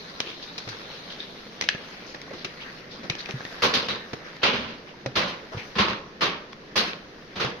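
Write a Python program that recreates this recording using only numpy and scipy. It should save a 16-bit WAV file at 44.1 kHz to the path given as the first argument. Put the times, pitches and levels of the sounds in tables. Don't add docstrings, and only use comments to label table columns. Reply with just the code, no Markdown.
import sys
import numpy as np
from scipy import signal
from scipy.fft import rfft, irfft
from scipy.io import wavfile
from scipy.ndimage import uniform_filter1d

SR = 44100
rng = np.random.default_rng(int(sys.argv[2]) if len(sys.argv) > 2 else 0)


def digitize_waveform(pressure):
    field = np.atleast_2d(pressure).T
    bounded = np.clip(field, -1, 1)
    quanta = np.round(bounded * 32767).astype(np.int16)
    wavfile.write(sys.argv[1], SR, quanta)


N = 335160
TIME = np.arange(N) / SR
HZ = np.fft.rfftfreq(4096, 1 / SR)


def amp(db):
    return 10 ** (np.asarray(db) / 20)


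def evened(x):
    return x / np.sqrt(np.mean(x ** 2) + 1e-20)


def unit(x):
    return x / np.sqrt(np.sum(x ** 2, -1, keepdims=True) + 1e-20)


def read(points, hz=HZ):
    f, value = np.transpose(points)
    return np.interp(np.log(hz + 1), np.log(f), value)


def add(mix, start_s, sound):
    part = mix[:, round(start_s * SR):][:, :sound.shape[-1]]
    part += sound[..., :part.shape[-1]]


def convolve(x, response):
    return signal.fftconvolve(np.atleast_2d(x), np.atleast_2d(response), axes=1)


def bump(hz, centre_hz, width):
    return 1 / (1 + ((hz / centre_hz - 1) / width) ** 2)


def causal(db):
    log_gain = np.log(amp(np.r_[db, db[-2:0:-1]]))
    return np.fft.ifft(np.exp(np.conj(signal.hilbert(log_gain)))).real[:len(db)]


# pitch_hz, likeness (0 to 1)
DIFFUSE_LIKENESS = [(60, 0.82), (200, 0.94), (330, 0.95), (550, 0.78), (1000, 0.009), (14000, 0.014)]


def noise(field_db, count=N, size=512):
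    hop = size // 4
    t = np.arange(count // hop + 6)[:, None] * hop / SR
    hz = np.fft.rfftfreq(size, 1 / SR)
    a, b, c, d = rng.standard_normal((4, len(t), len(hz)))
    same = read(DIFFUSE_LIKENESS, hz)
    left = a + 1j * b
    right = same * left + np.sqrt(1 - same ** 2) * (c + 1j * d)
    z = np.array([left, right]) * amp(field_db(t, hz))
    return signal.istft(z, nperseg=size, noverlap=size - hop, time_axis=1, freq_axis=2)[1][:, :count]


def patches(t, hz, count, size):
    blotches = uniform_filter1d(rng.standard_normal((len(t), len(hz))), count, axis=0)
    return evened(uniform_filter1d(blotches, size, axis=1))


def smoothed(x, width_hz):
    z = rfft(x)
    power = uniform_filter1d((abs(z) ** 2).mean(0), int(width_hz * x.shape[1] / SR))
    return unit(irfft(z / np.sqrt(abs(power) + 1e-20), x.shape[1]))


def chatter(length_s, count=4096):
    t = TIME[:count]
    burst = noise(lambda when, hz: 0, count=count, size=256) * np.exp(-(t / length_s) ** 2)
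    z = rfft(burst)
    flat = irfft(z / np.sqrt(abs(z) + 1e-9))
    return unit(flat * np.exp(-(t / (2 * length_s)) ** 4))


# pitch_hz, t60_s
KITCHEN_DECAY = [(100, 0.45), (400, 0.58), (1000, 0.54), (2800, 0.41), (7000, 0.29), (14000, 0.21)]


def kitchen(build_s):
    tail = noise(lambda t, hz: 2.22 * patches(t, hz, count=10, size=3) - 60 * t / read(KITCHEN_DECAY, hz),
                 count=SR * 3 // 4, size=256)
    return unit(tail * (1 - np.exp(-TIME[:tail.shape[1]] / build_s)))


# pitch_hz, level_db
FLAME_COLOUR = [(20, -6), (45, -5), (90, -9), (180, 1), (300, -1.5), (480, -1), (800, -11), (1800, -12),
                (3000, -16), (4200, -19), (7000, -23), (14000, -73)]


def burner():
    roar = noise(lambda t, hz: read(FLAME_COLOUR, hz) + 0.5 * patches(t, hz, count=8, size=5), size=2048)
    return amp(-47.0) * evened(roar)


def pop(turns, cycles, side):
    ring = np.sin(2 * np.pi * turns) * (1 - np.exp(-turns)) * np.exp(-turns / cycles)
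    return ring * np.sqrt([[.5 + side], [1.5 - side]])


BUBBLES_PER_S, BUBBLE_CYCLES = 22, 4.1
BUBBLE_DB, BUBBLE_SPREAD_DB = -47, 5
BUBBLE_LOW_HZ, BUBBLE_HIGH_HZ = 326, 1900


def bubbles():
    out, t = np.zeros((2, N)), TIME[:SR // 12]
    for when, size, loud, side in rng.random((int(BUBBLES_PER_S * N / SR), 4)):
        pitch_hz = BUBBLE_HIGH_HZ * (BUBBLE_LOW_HZ / BUBBLE_HIGH_HZ) ** size
        level_db = BUBBLE_DB + BUBBLE_SPREAD_DB * min(-np.log(1 - loud), 2)
        add(out, when * N / SR, amp(level_db) * pop(t * pitch_hz, BUBBLE_CYCLES, side))
    return out


# multiple (of the thud's pitch), level_db, t60_s
BOARD_MODES = [(.6, -12.5, 0.022), (1, 3, 0.07), (1.78, -3, .06)]
CRUNCH_DIRECT_DB, THUD_DIRECT_DB = -14, -12.5
THUD_LOW_HZ = 55


def blow(level_db, length_s, thud_db, thud_hz, crack):
    out, t, age = np.zeros((2, SR)), TIME[:len(HZ)], TIME[:SR * 3 // 4]
    direct = age == 0
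    near_walls = noise(lambda when, hz: -60 * when / 0.16, count=len(age), size=256)
    room = kitchen(build_s=0.0065) + amp(-1.5) * unit(near_walls)
    room *= amp(1.34 * evened(uniform_filter1d(rng.standard_normal(len(age)), 90)))
    room = smoothed(room, width_hz=72)

    cut = chatter(length_s, count=12288)[0]
    cut = cut * (1 - np.exp(-TIME[:len(cut)] / (0.065 * length_s)))
    crunch = convolve(cut, room + amp(CRUNCH_DIRECT_DB) * direct)[:, :len(age)]
    crunch = unit(convolve(crack, smoothed(crunch, width_hz=100)))
    add(out, 0, amp(level_db + 33.5) * crunch * amp([[-.3], [.3]]))

    board = np.zeros(len(t))
    for multiple, mode_db, t60_s in BOARD_MODES:
        board += amp(mode_db - 60 * t / t60_s) * np.sin(2 * np.pi * multiple * thud_hz * t)
    highpass = signal.butter(2, THUD_LOW_HZ, "highpass", fs=SR, output="sos")
    board = signal.sosfilt(highpass, board)
    thud = unit(convolve(board, room + amp(THUD_DIRECT_DB) * direct))
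    add(out, 0.44 * length_s, amp(level_db + thud_db + 22) * thud)

    snaps = np.sign(rng.standard_normal(room.shape)) * (rng.random(len(age)) < 260 / SR)
    snaps = snaps * np.sqrt(age) * np.exp(-age / 0.04)
    add(out, 0, amp(level_db + 23.5) * unit(convolve(snaps, crack)))
    return out


# start_s, level_db, cut_s (time to cut through), thud_db, thud_hz,
# hollow_hz and hollow_db (the board's hollow tone), ring_hz, ring_db and ring_width (the blade's ring;
# width as a share of its frequency), edge_db (sharp treble)
CLEAVER_CHOPS = [(3.620, -16.5, 0.019, -5, 230, 480, 8.5, 1080, 5, .13, 11.5),
                 (3.7376, -19.5, 0.0034, -5.5, 234, 486, 6, 4400, 6.5, 0.43, 12.5),
                 (3.885, -26, 0.0012, -2, 222, 480, 6, 3870, 9.5, 0.048, 5.5),
                 (4.431, -17, 0.0062, -8.5, 230, 510, 4, 2900, 2.5, .2, 1),
                 (5.154, -19.5, 0.021, -2.5, 183, 580, 5, 1139, 1.5, .12, 6),
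                 (5.783, -18, 0.0091, 2, 215, 363, 2.5, 1070, 5.5, .12, 1),
                 (6.208, -19.5, 0.0254, -7, 208, 371, 3, 1160, 3, 0.1, 4.5),
                 (6.756, -16.5, 0.0227, -6, 201, 450, 3, 4360, 2.5, 0.17, 13.5),
                 (7.396, -24, 0.019, -3.5, 201, 463, 7.5, 1210, 3, .12, 5)]
# start_s, level_db, length_s, thud_db
EDGE_CRUNCHES = [(4.417, -33.5, 0.018, 1), (4.528, -28, 0.025, 7), (4.598, -36.5, 0.046, -1),
                 (4.671, -39.5, 0.038, 1), (5.225, -34.5, 0.011, 3), (5.276, -33, 0.013, -15),
                 (5.753, -29.5, 0.0194, 9), (5.875, -29.5, 0.012, -20), (6.864, -35, 0.011, 3.5),
                 (7.356, -33, 0.015, 6)]
# pitch_hz, level_db
CRACK_COLOUR = [(30, -25.5), (100, -6), (300, 1), (520, 3), (720, -0.5), (1130, 5.5), (1700, 3),
                (2800, 3.5), (4200, 1), (5500, -8), (7000, -11.5), (14000, -15)]


def cleaver():
    out, cracks = np.zeros((2, N)), []
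    treble = HZ ** 4 / (HZ ** 4 + 6000 ** 4)
    for (start_s, level_db, cut_s, thud_db, thud_hz, hollow_hz, hollow_db,
         ring_hz, ring_db, ring_width, edge_db) in CLEAVER_CHOPS:
        hollow = hollow_db * bump(HZ, hollow_hz, width=0.19)
        blade = ring_db * bump(HZ, ring_hz, ring_width)
        crack = unit(causal(read(CRACK_COLOUR) + hollow + blade + edge_db * treble))
        cracks.append((start_s, thud_hz, crack))
        add(out, start_s, blow(level_db, cut_s, thud_db, thud_hz, crack))
    for start_s, level_db, length_s, thud_db in EDGE_CRUNCHES:
        _, thud_hz, crack = min(cracks, key=lambda chop: abs(chop[0] - start_s))
        add(out, start_s, blow(level_db, length_s, thud_db, thud_hz, crack))
    return out


# start_s, level_db, ring_hz
BONE_SNAPS = [(3.637, -16, 1470), (5.8836, -23, 1400), (5.9085, -25, 2400), (5.9324, -27, 1600),
              (6.9327, -29, 2520)]
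SNAP_S, SNAP_RING_DB, SNAP_ROOM_DB = 0.0019, 10, -19


def splinters():
    out = np.zeros((2, N))
    for start_s, level_db, ring_hz in BONE_SNAPS:
        colour = causal(read(CRACK_COLOUR) + SNAP_RING_DB * bump(HZ, ring_hz, width=0.17))
        add(out, start_s, amp(level_db + 21.0) * unit(convolve(chatter(SNAP_S), colour)))
    return out + amp(SNAP_ROOM_DB) * convolve(out, kitchen(build_s=0.0036))[:, :N]


# start_s, level_db, middle_hz, length_s
PORRIDGE_FOLDS = [(0.229, -46.5, 457, 0.073), (2.304, -36, 410, 0.013), (2.329, -43.5, 440, 0.036),
                  (2.984, -40.5, 285, .015), (5.513, -40, 524, .04)]
GURGLE_POPS_PER_S, GURGLE_CYCLES = 360, 2.9
GURGLE_SPREAD_OCT = 0.54


def gurgles():
    out, t = np.zeros((2, N)), TIME[:SR // 12]
    for start_s, level_db, middle_hz, length_s in PORRIDGE_FOLDS:
        cluster = np.zeros((2, SR // 4))
        pops = int(GURGLE_POPS_PER_S * length_s)
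        for k, (late, size, side) in enumerate(rng.random((pops, 3))):
            pitch_hz = middle_hz * 2 ** (GURGLE_SPREAD_OCT * (2 * size - 1))
            add(cluster, length_s * (k + late) / pops, pop(t * pitch_hz, GURGLE_CYCLES, side))
        add(out, start_s, amp(level_db) * np.sqrt(length_s * SR) * unit(cluster))
    return out


# start_s, level_db, pitch_hz (before it sags), length_s
AIR_POCKETS = [(0.67, -37.5, 126, 0.052), (1.748, -27, 189, 0.006), (2.454, -39, 343, 0.02),
               (3.1, -22, 153, 0.01), (3.339, -26.5, 134, 0.029), (4.133, -31, 137, 0.011),
               (5.062, -29.5, 137, 0.036), (5.063, -29.5, 508, 0.022), (5.548, -27.5, 125, 0.01),
               (5.567, -27.5, 112, 0.014), (7.448, -26.5, 144, 0.027)]
GULP_SAG_OCT_PER_S, GULP_WOBBLE_OCT, GULP_RISE_S = 4.1, 0.14, 0.001


def gulps():
    out, t = np.zeros((2, N)), TIME[:SR // 6]
    for start_s, level_db, pitch_hz, length_s in AIR_POCKETS:
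        wobble = GULP_WOBBLE_OCT * evened(uniform_filter1d(rng.standard_normal(len(t)), size=130))
        turns = np.cumsum(pitch_hz * 2 ** (wobble - GULP_SAG_OCT_PER_S * t)) / SR
        swell = (1 - np.exp(-t / GULP_RISE_S)) * np.exp(-(t / length_s) ** 2)
        add(out, start_s, amp(level_db) * np.sin(2 * np.pi * turns) * (1 + wobble) * swell)
    return out


# start_s, level_db, centre_hz, swell_s (time to the peak)
BOWL_SWEEPS = [(.255, -39, 3100, 0.033), (.42, -39.5, 4270, 0.013), (0.682, -43, 4300, 0.019),
               (0.713, -39, 1450, 0.011), (.89, -44.5, 3150, 0.031), (1.092, -40.5, 3460, 0.02),
               (1.187, -42, 3750, 0.021), (2.057, -45, 5700, 0.031), (2.333, -46, 4030, 0.044),
               (2.6, -41.5, 2950, 0.019), (2.896, -43.5, 4000, 0.03), (3.182, -36, 4050, 0.016),
               (4.23, -45, 1750, 0.042), (4.869, -47.5, 2600, 0.015), (5.516, -40, 1160, 0.02),
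               (5.57, -37.5, 2380, 0.022)]
SWISH_GRAIN_DB = 2.6


def swishes():
    out = np.zeros((2, N))
    for start_s, level_db, centre_hz, swell_s in BOWL_SWEEPS:
        age = TIME[:SR // 3] / swell_s
        fizz = noise(lambda t, hz: 19 * (bump(hz, centre_hz, width=0.48) - 1)
                     + 3.6 * patches(t, hz, count=3, size=3), count=len(age), size=256)
        grains = amp(SWISH_GRAIN_DB * evened(uniform_filter1d(rng.standard_normal(len(age)), size=60)))
        add(out, start_s, amp(level_db) * evened(fizz * grains) * age * np.exp(1 - age))
    return out * amp([[2.1], [.9]])


def contact(length_s, metal_spectrum_db, metal_db, knock_spectrum_db, knock_db):
    touch = chatter(length_s)
    touch = touch * (1 - np.exp(-TIME[:touch.shape[1]] / 0.00046))
    metal = unit(convolve(touch, causal(metal_spectrum_db)))
    knock = unit(convolve(chatter(length_s), causal(knock_spectrum_db)))
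    return amp(metal_db + 25.0) * metal * amp([[.7], [-.7]]) + amp(knock_db + 18.0) * knock


# start_s, level_db, chatter_s, upper_hz, upper_db, lower_hz, lower_db
# (its two rings), knock_db (dull knock of the whole pot)
WALL_CLACKS = [(0.2025, -20.5, 0.0029, 2860, 4.5, 1350, 2, -25.5),
               (0.579, -28, 0.012, 4860, 4, 2640, -2, -46), (0.687, -30, 0.013, 3020, -16, 1580, 5, -43),
               (1.2022, -31.5, .003, 3650, 29, 1900, -2, -53),
               (1.6111, -21, 0.0031, 6030, 2, 3200, -2, -26.5),
               (1.621, -27, 0.0063, 4000, -2, 2090, 10, -27), (1.637, -31, 0.0094, 3000, 5, 1580, 4, -31),
               (1.688, -15, 0.0026, 3100, 11, 1710, 12.5, -43),
               (2.1452, -35.5, 0.006, 1780, 17, 1010, 21, -37),
               (2.216, -36.5, 0.0021, 5440, -2, 2900, -11, -56),
               (2.4456, -26, 0.011, 2680, 5.5, 1320, 8.5, -27.5),
               (3.0981, -21, 0.0051, 3900, 2.5, 2300, 8.5, -24.5),
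               (3.1508, -35, 0.0044, 4000, -3, 2100, 1, -30),
               (3.258, -33.5, 0.0024, 2380, 12, 1240, 5, -48),
               (3.3092, -31.5, 0.0011, 5000, -5, 2600, 2, -38),
               (3.405, -36.5, 0.0044, 1630, 32, 875, 29, -32),
               (3.451, -33, 0.002, 3460, 11, 1860, 24, -29.5)]
# start_s, level_db, chatter_s
DULL_KNOCKS = [(.675, -29, 0.0075), (1.749, -30, 0.0016), (2.144, -34, 0.015), (2.307, -37, 0.007),
               (2.333, -28, 0.018), (3.032, -26.5, 0.039), (3.121, -31.5, 0.0036), (3.288, -24, 0.017),
               (4.1321, -21.5, 0.0099), (5.0604, -19, 0.0056), (5.571, -28, 0.026), (7.448, -19.5, 0.0056)]
# pitch_hz, level_db
METAL_COLOUR = [(100, -46), (500, -3), (950, -0.5), (1450, 0.5), (1850, 4.5), (2400, 8), (3200, 5),
                (4000, 8), (4700, 4), (5400, 5.5), (6800, 2.5), (14000, -4)]
# pitch_hz, level_db
POT_COLOUR = [(40, -25), (120, -2.5), (220, -1.5), (450, -3.5), (800, -9), (2000, -11.5), (8000, -53)]
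RING_WIDTH, WALL_RING_WIDTH = 0.11, 0.22
POT_HZ, POT_DB = 500, 2
KNOCK_METAL_DB = -12


def clacks():
    out, wall = np.zeros((2, 2, N))
    for start_s, level_db, chatter_s, upper_hz, upper_db, lower_hz, lower_db, knock_db in WALL_CLACKS:
        for mix, width in (out, RING_WIDTH), (wall, WALL_RING_WIDTH):
            rings = upper_db * bump(HZ, upper_hz, width) + lower_db * bump(HZ, lower_hz, width)
            metal = read(METAL_COLOUR) + rings
            add(mix, start_s, contact(chatter_s, metal, level_db, read(POT_COLOUR), knock_db))
    filled_pot = read(POT_COLOUR) + POT_DB * bump(HZ, POT_HZ, width=0.11)
    for start_s, level_db, chatter_s in DULL_KNOCKS:
        for mix in out, wall:
            add(mix, start_s, contact(chatter_s, read(METAL_COLOUR), level_db + KNOCK_METAL_DB,
                                      filled_pot, level_db))
    rattle = noise(lambda t, hz: 0, count=4096) * amp(-60 * TIME[:4096] / 0.1)
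    inside_pot = amp(-8.0) * convolve(wall, smoothed(rattle, width_hz=150))[:, :N]
    in_kitchen = amp(-10.5) * convolve(wall, kitchen(build_s=0.00097))[:, :N]
    return out + inside_pot + in_kitchen


# start_s, level_db
LADLE_EFFORT = [(0, -43), (.55, -44), (.75, -41), (1.25, -43), (1.57, -46), (1.95, -42.5), (2.22, -47),
                (2.41, -46), (2.72, -43), (2.87, -48.5), (3.22, -44.5), (3.35, -41.5), (3.6, -39.5),
                (4.0, -45.5), (5.0, -51.5), (5.48, -48.5), (5.65, -43), (6.05, -53), (7.6, -49.5)]
# start_s, pitch_hz
BOWL_RING = [(0, 4160), (1.6, 3420), (2.3, 1950), (4, 1810)]
# pitch_hz, level_db
RASP_COLOUR = [(200, -14), (600, 1.5), (1100, 3.5), (1800, 4.5), (3000, 0), (4200, 2.5), (5500, -1),
               (7000, -3), (14000, 2.5)]
# pitch_hz, level_db
SLOSH_COLOUR = [(60, -41), (170, 14), (300, 5), (480, 8.5), (700, -2), (1200, -10.5), (4000, -86)]
SURGE_DB, SURGE_S = 0.5, 0.035
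SLOSH_FOLLOWS, SLOSH_DB = 0.39, -36
GRIT_DB, GRIT_TOP_HZ = -8.5, 5000


def stirring():
    effort_db = np.interp(TIME, *np.transpose(LADLE_EFFORT))
    knots = np.arange(0, 8, SURGE_S)
    surge_db = SURGE_DB * np.interp(TIME, knots, rng.standard_normal(len(knots)))

    rasp = noise(lambda t, hz: read(RASP_COLOUR, hz)
                 + 6.5 * bump(hz, np.interp(t, *np.transpose(BOWL_RING)), width=0.17)
                 + 2.6 * patches(t, hz, count=16, size=7))
    grit = np.sign(rng.standard_normal((2, N))) * (rng.random(N) < 500 / SR)
    grit = grit * amp(7.0 * np.minimum(rng.exponential(1, N), 2))
    grit_colour = causal(read(RASP_COLOUR) - 20 * np.log10(1 + (HZ / GRIT_TOP_HZ) ** 2))
    grit = convolve(grit, grit_colour)[:, :N]
    scrape = evened(rasp) + amp(GRIT_DB) * evened(grit)
    scrape = scrape * amp(effort_db + surge_db + [[2.5], [1.3]])

    slosh = noise(lambda t, hz: read(SLOSH_COLOUR, hz) + 1.6 * patches(t, hz, count=5, size=3), size=1024)
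    return scrape + evened(slosh) * amp(SLOSH_FOLLOWS * effort_db + SLOSH_DB)


def scene():
    background = burner() + bubbles() + cleaver() + splinters()
    porridge = gurgles() + gulps()
    return background + porridge + swishes() + clacks() + stirring()


# pitch_hz, level_db
MIC_RESPONSE = [(5000, 0.5), (6200, -3), (6700, -11.5), (7300, -25), (8100, -30.5), (9000, -22.5),
                (13500, -24), (15500, -42)]
# pitch_hz, level_db (positive favours the left)
PORT_LEAN = [(60, 1.5), (130, -1), (290, 2), (640, -5), (1410, -1), (3100, 0), (6820, 3.5), (15000, 5.5)]
EDGE_HZ = 15800


def record(dry):
    lean_db = 0.35 * read(PORT_LEAN)
    ports = [causal(read(MIC_RESPONSE) + lean_db), causal(read(MIC_RESPONSE) - lean_db)]
    dull = convolve(dry, ports)[:, :N]
    lowpass = signal.firwin(511, EDGE_HZ, window=("kaiser", 9), fs=SR)
    return signal.oaconvolve(dull, lowpass[None], "same")


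dry = scene()
out = record(dry)
digitize_waveform(out)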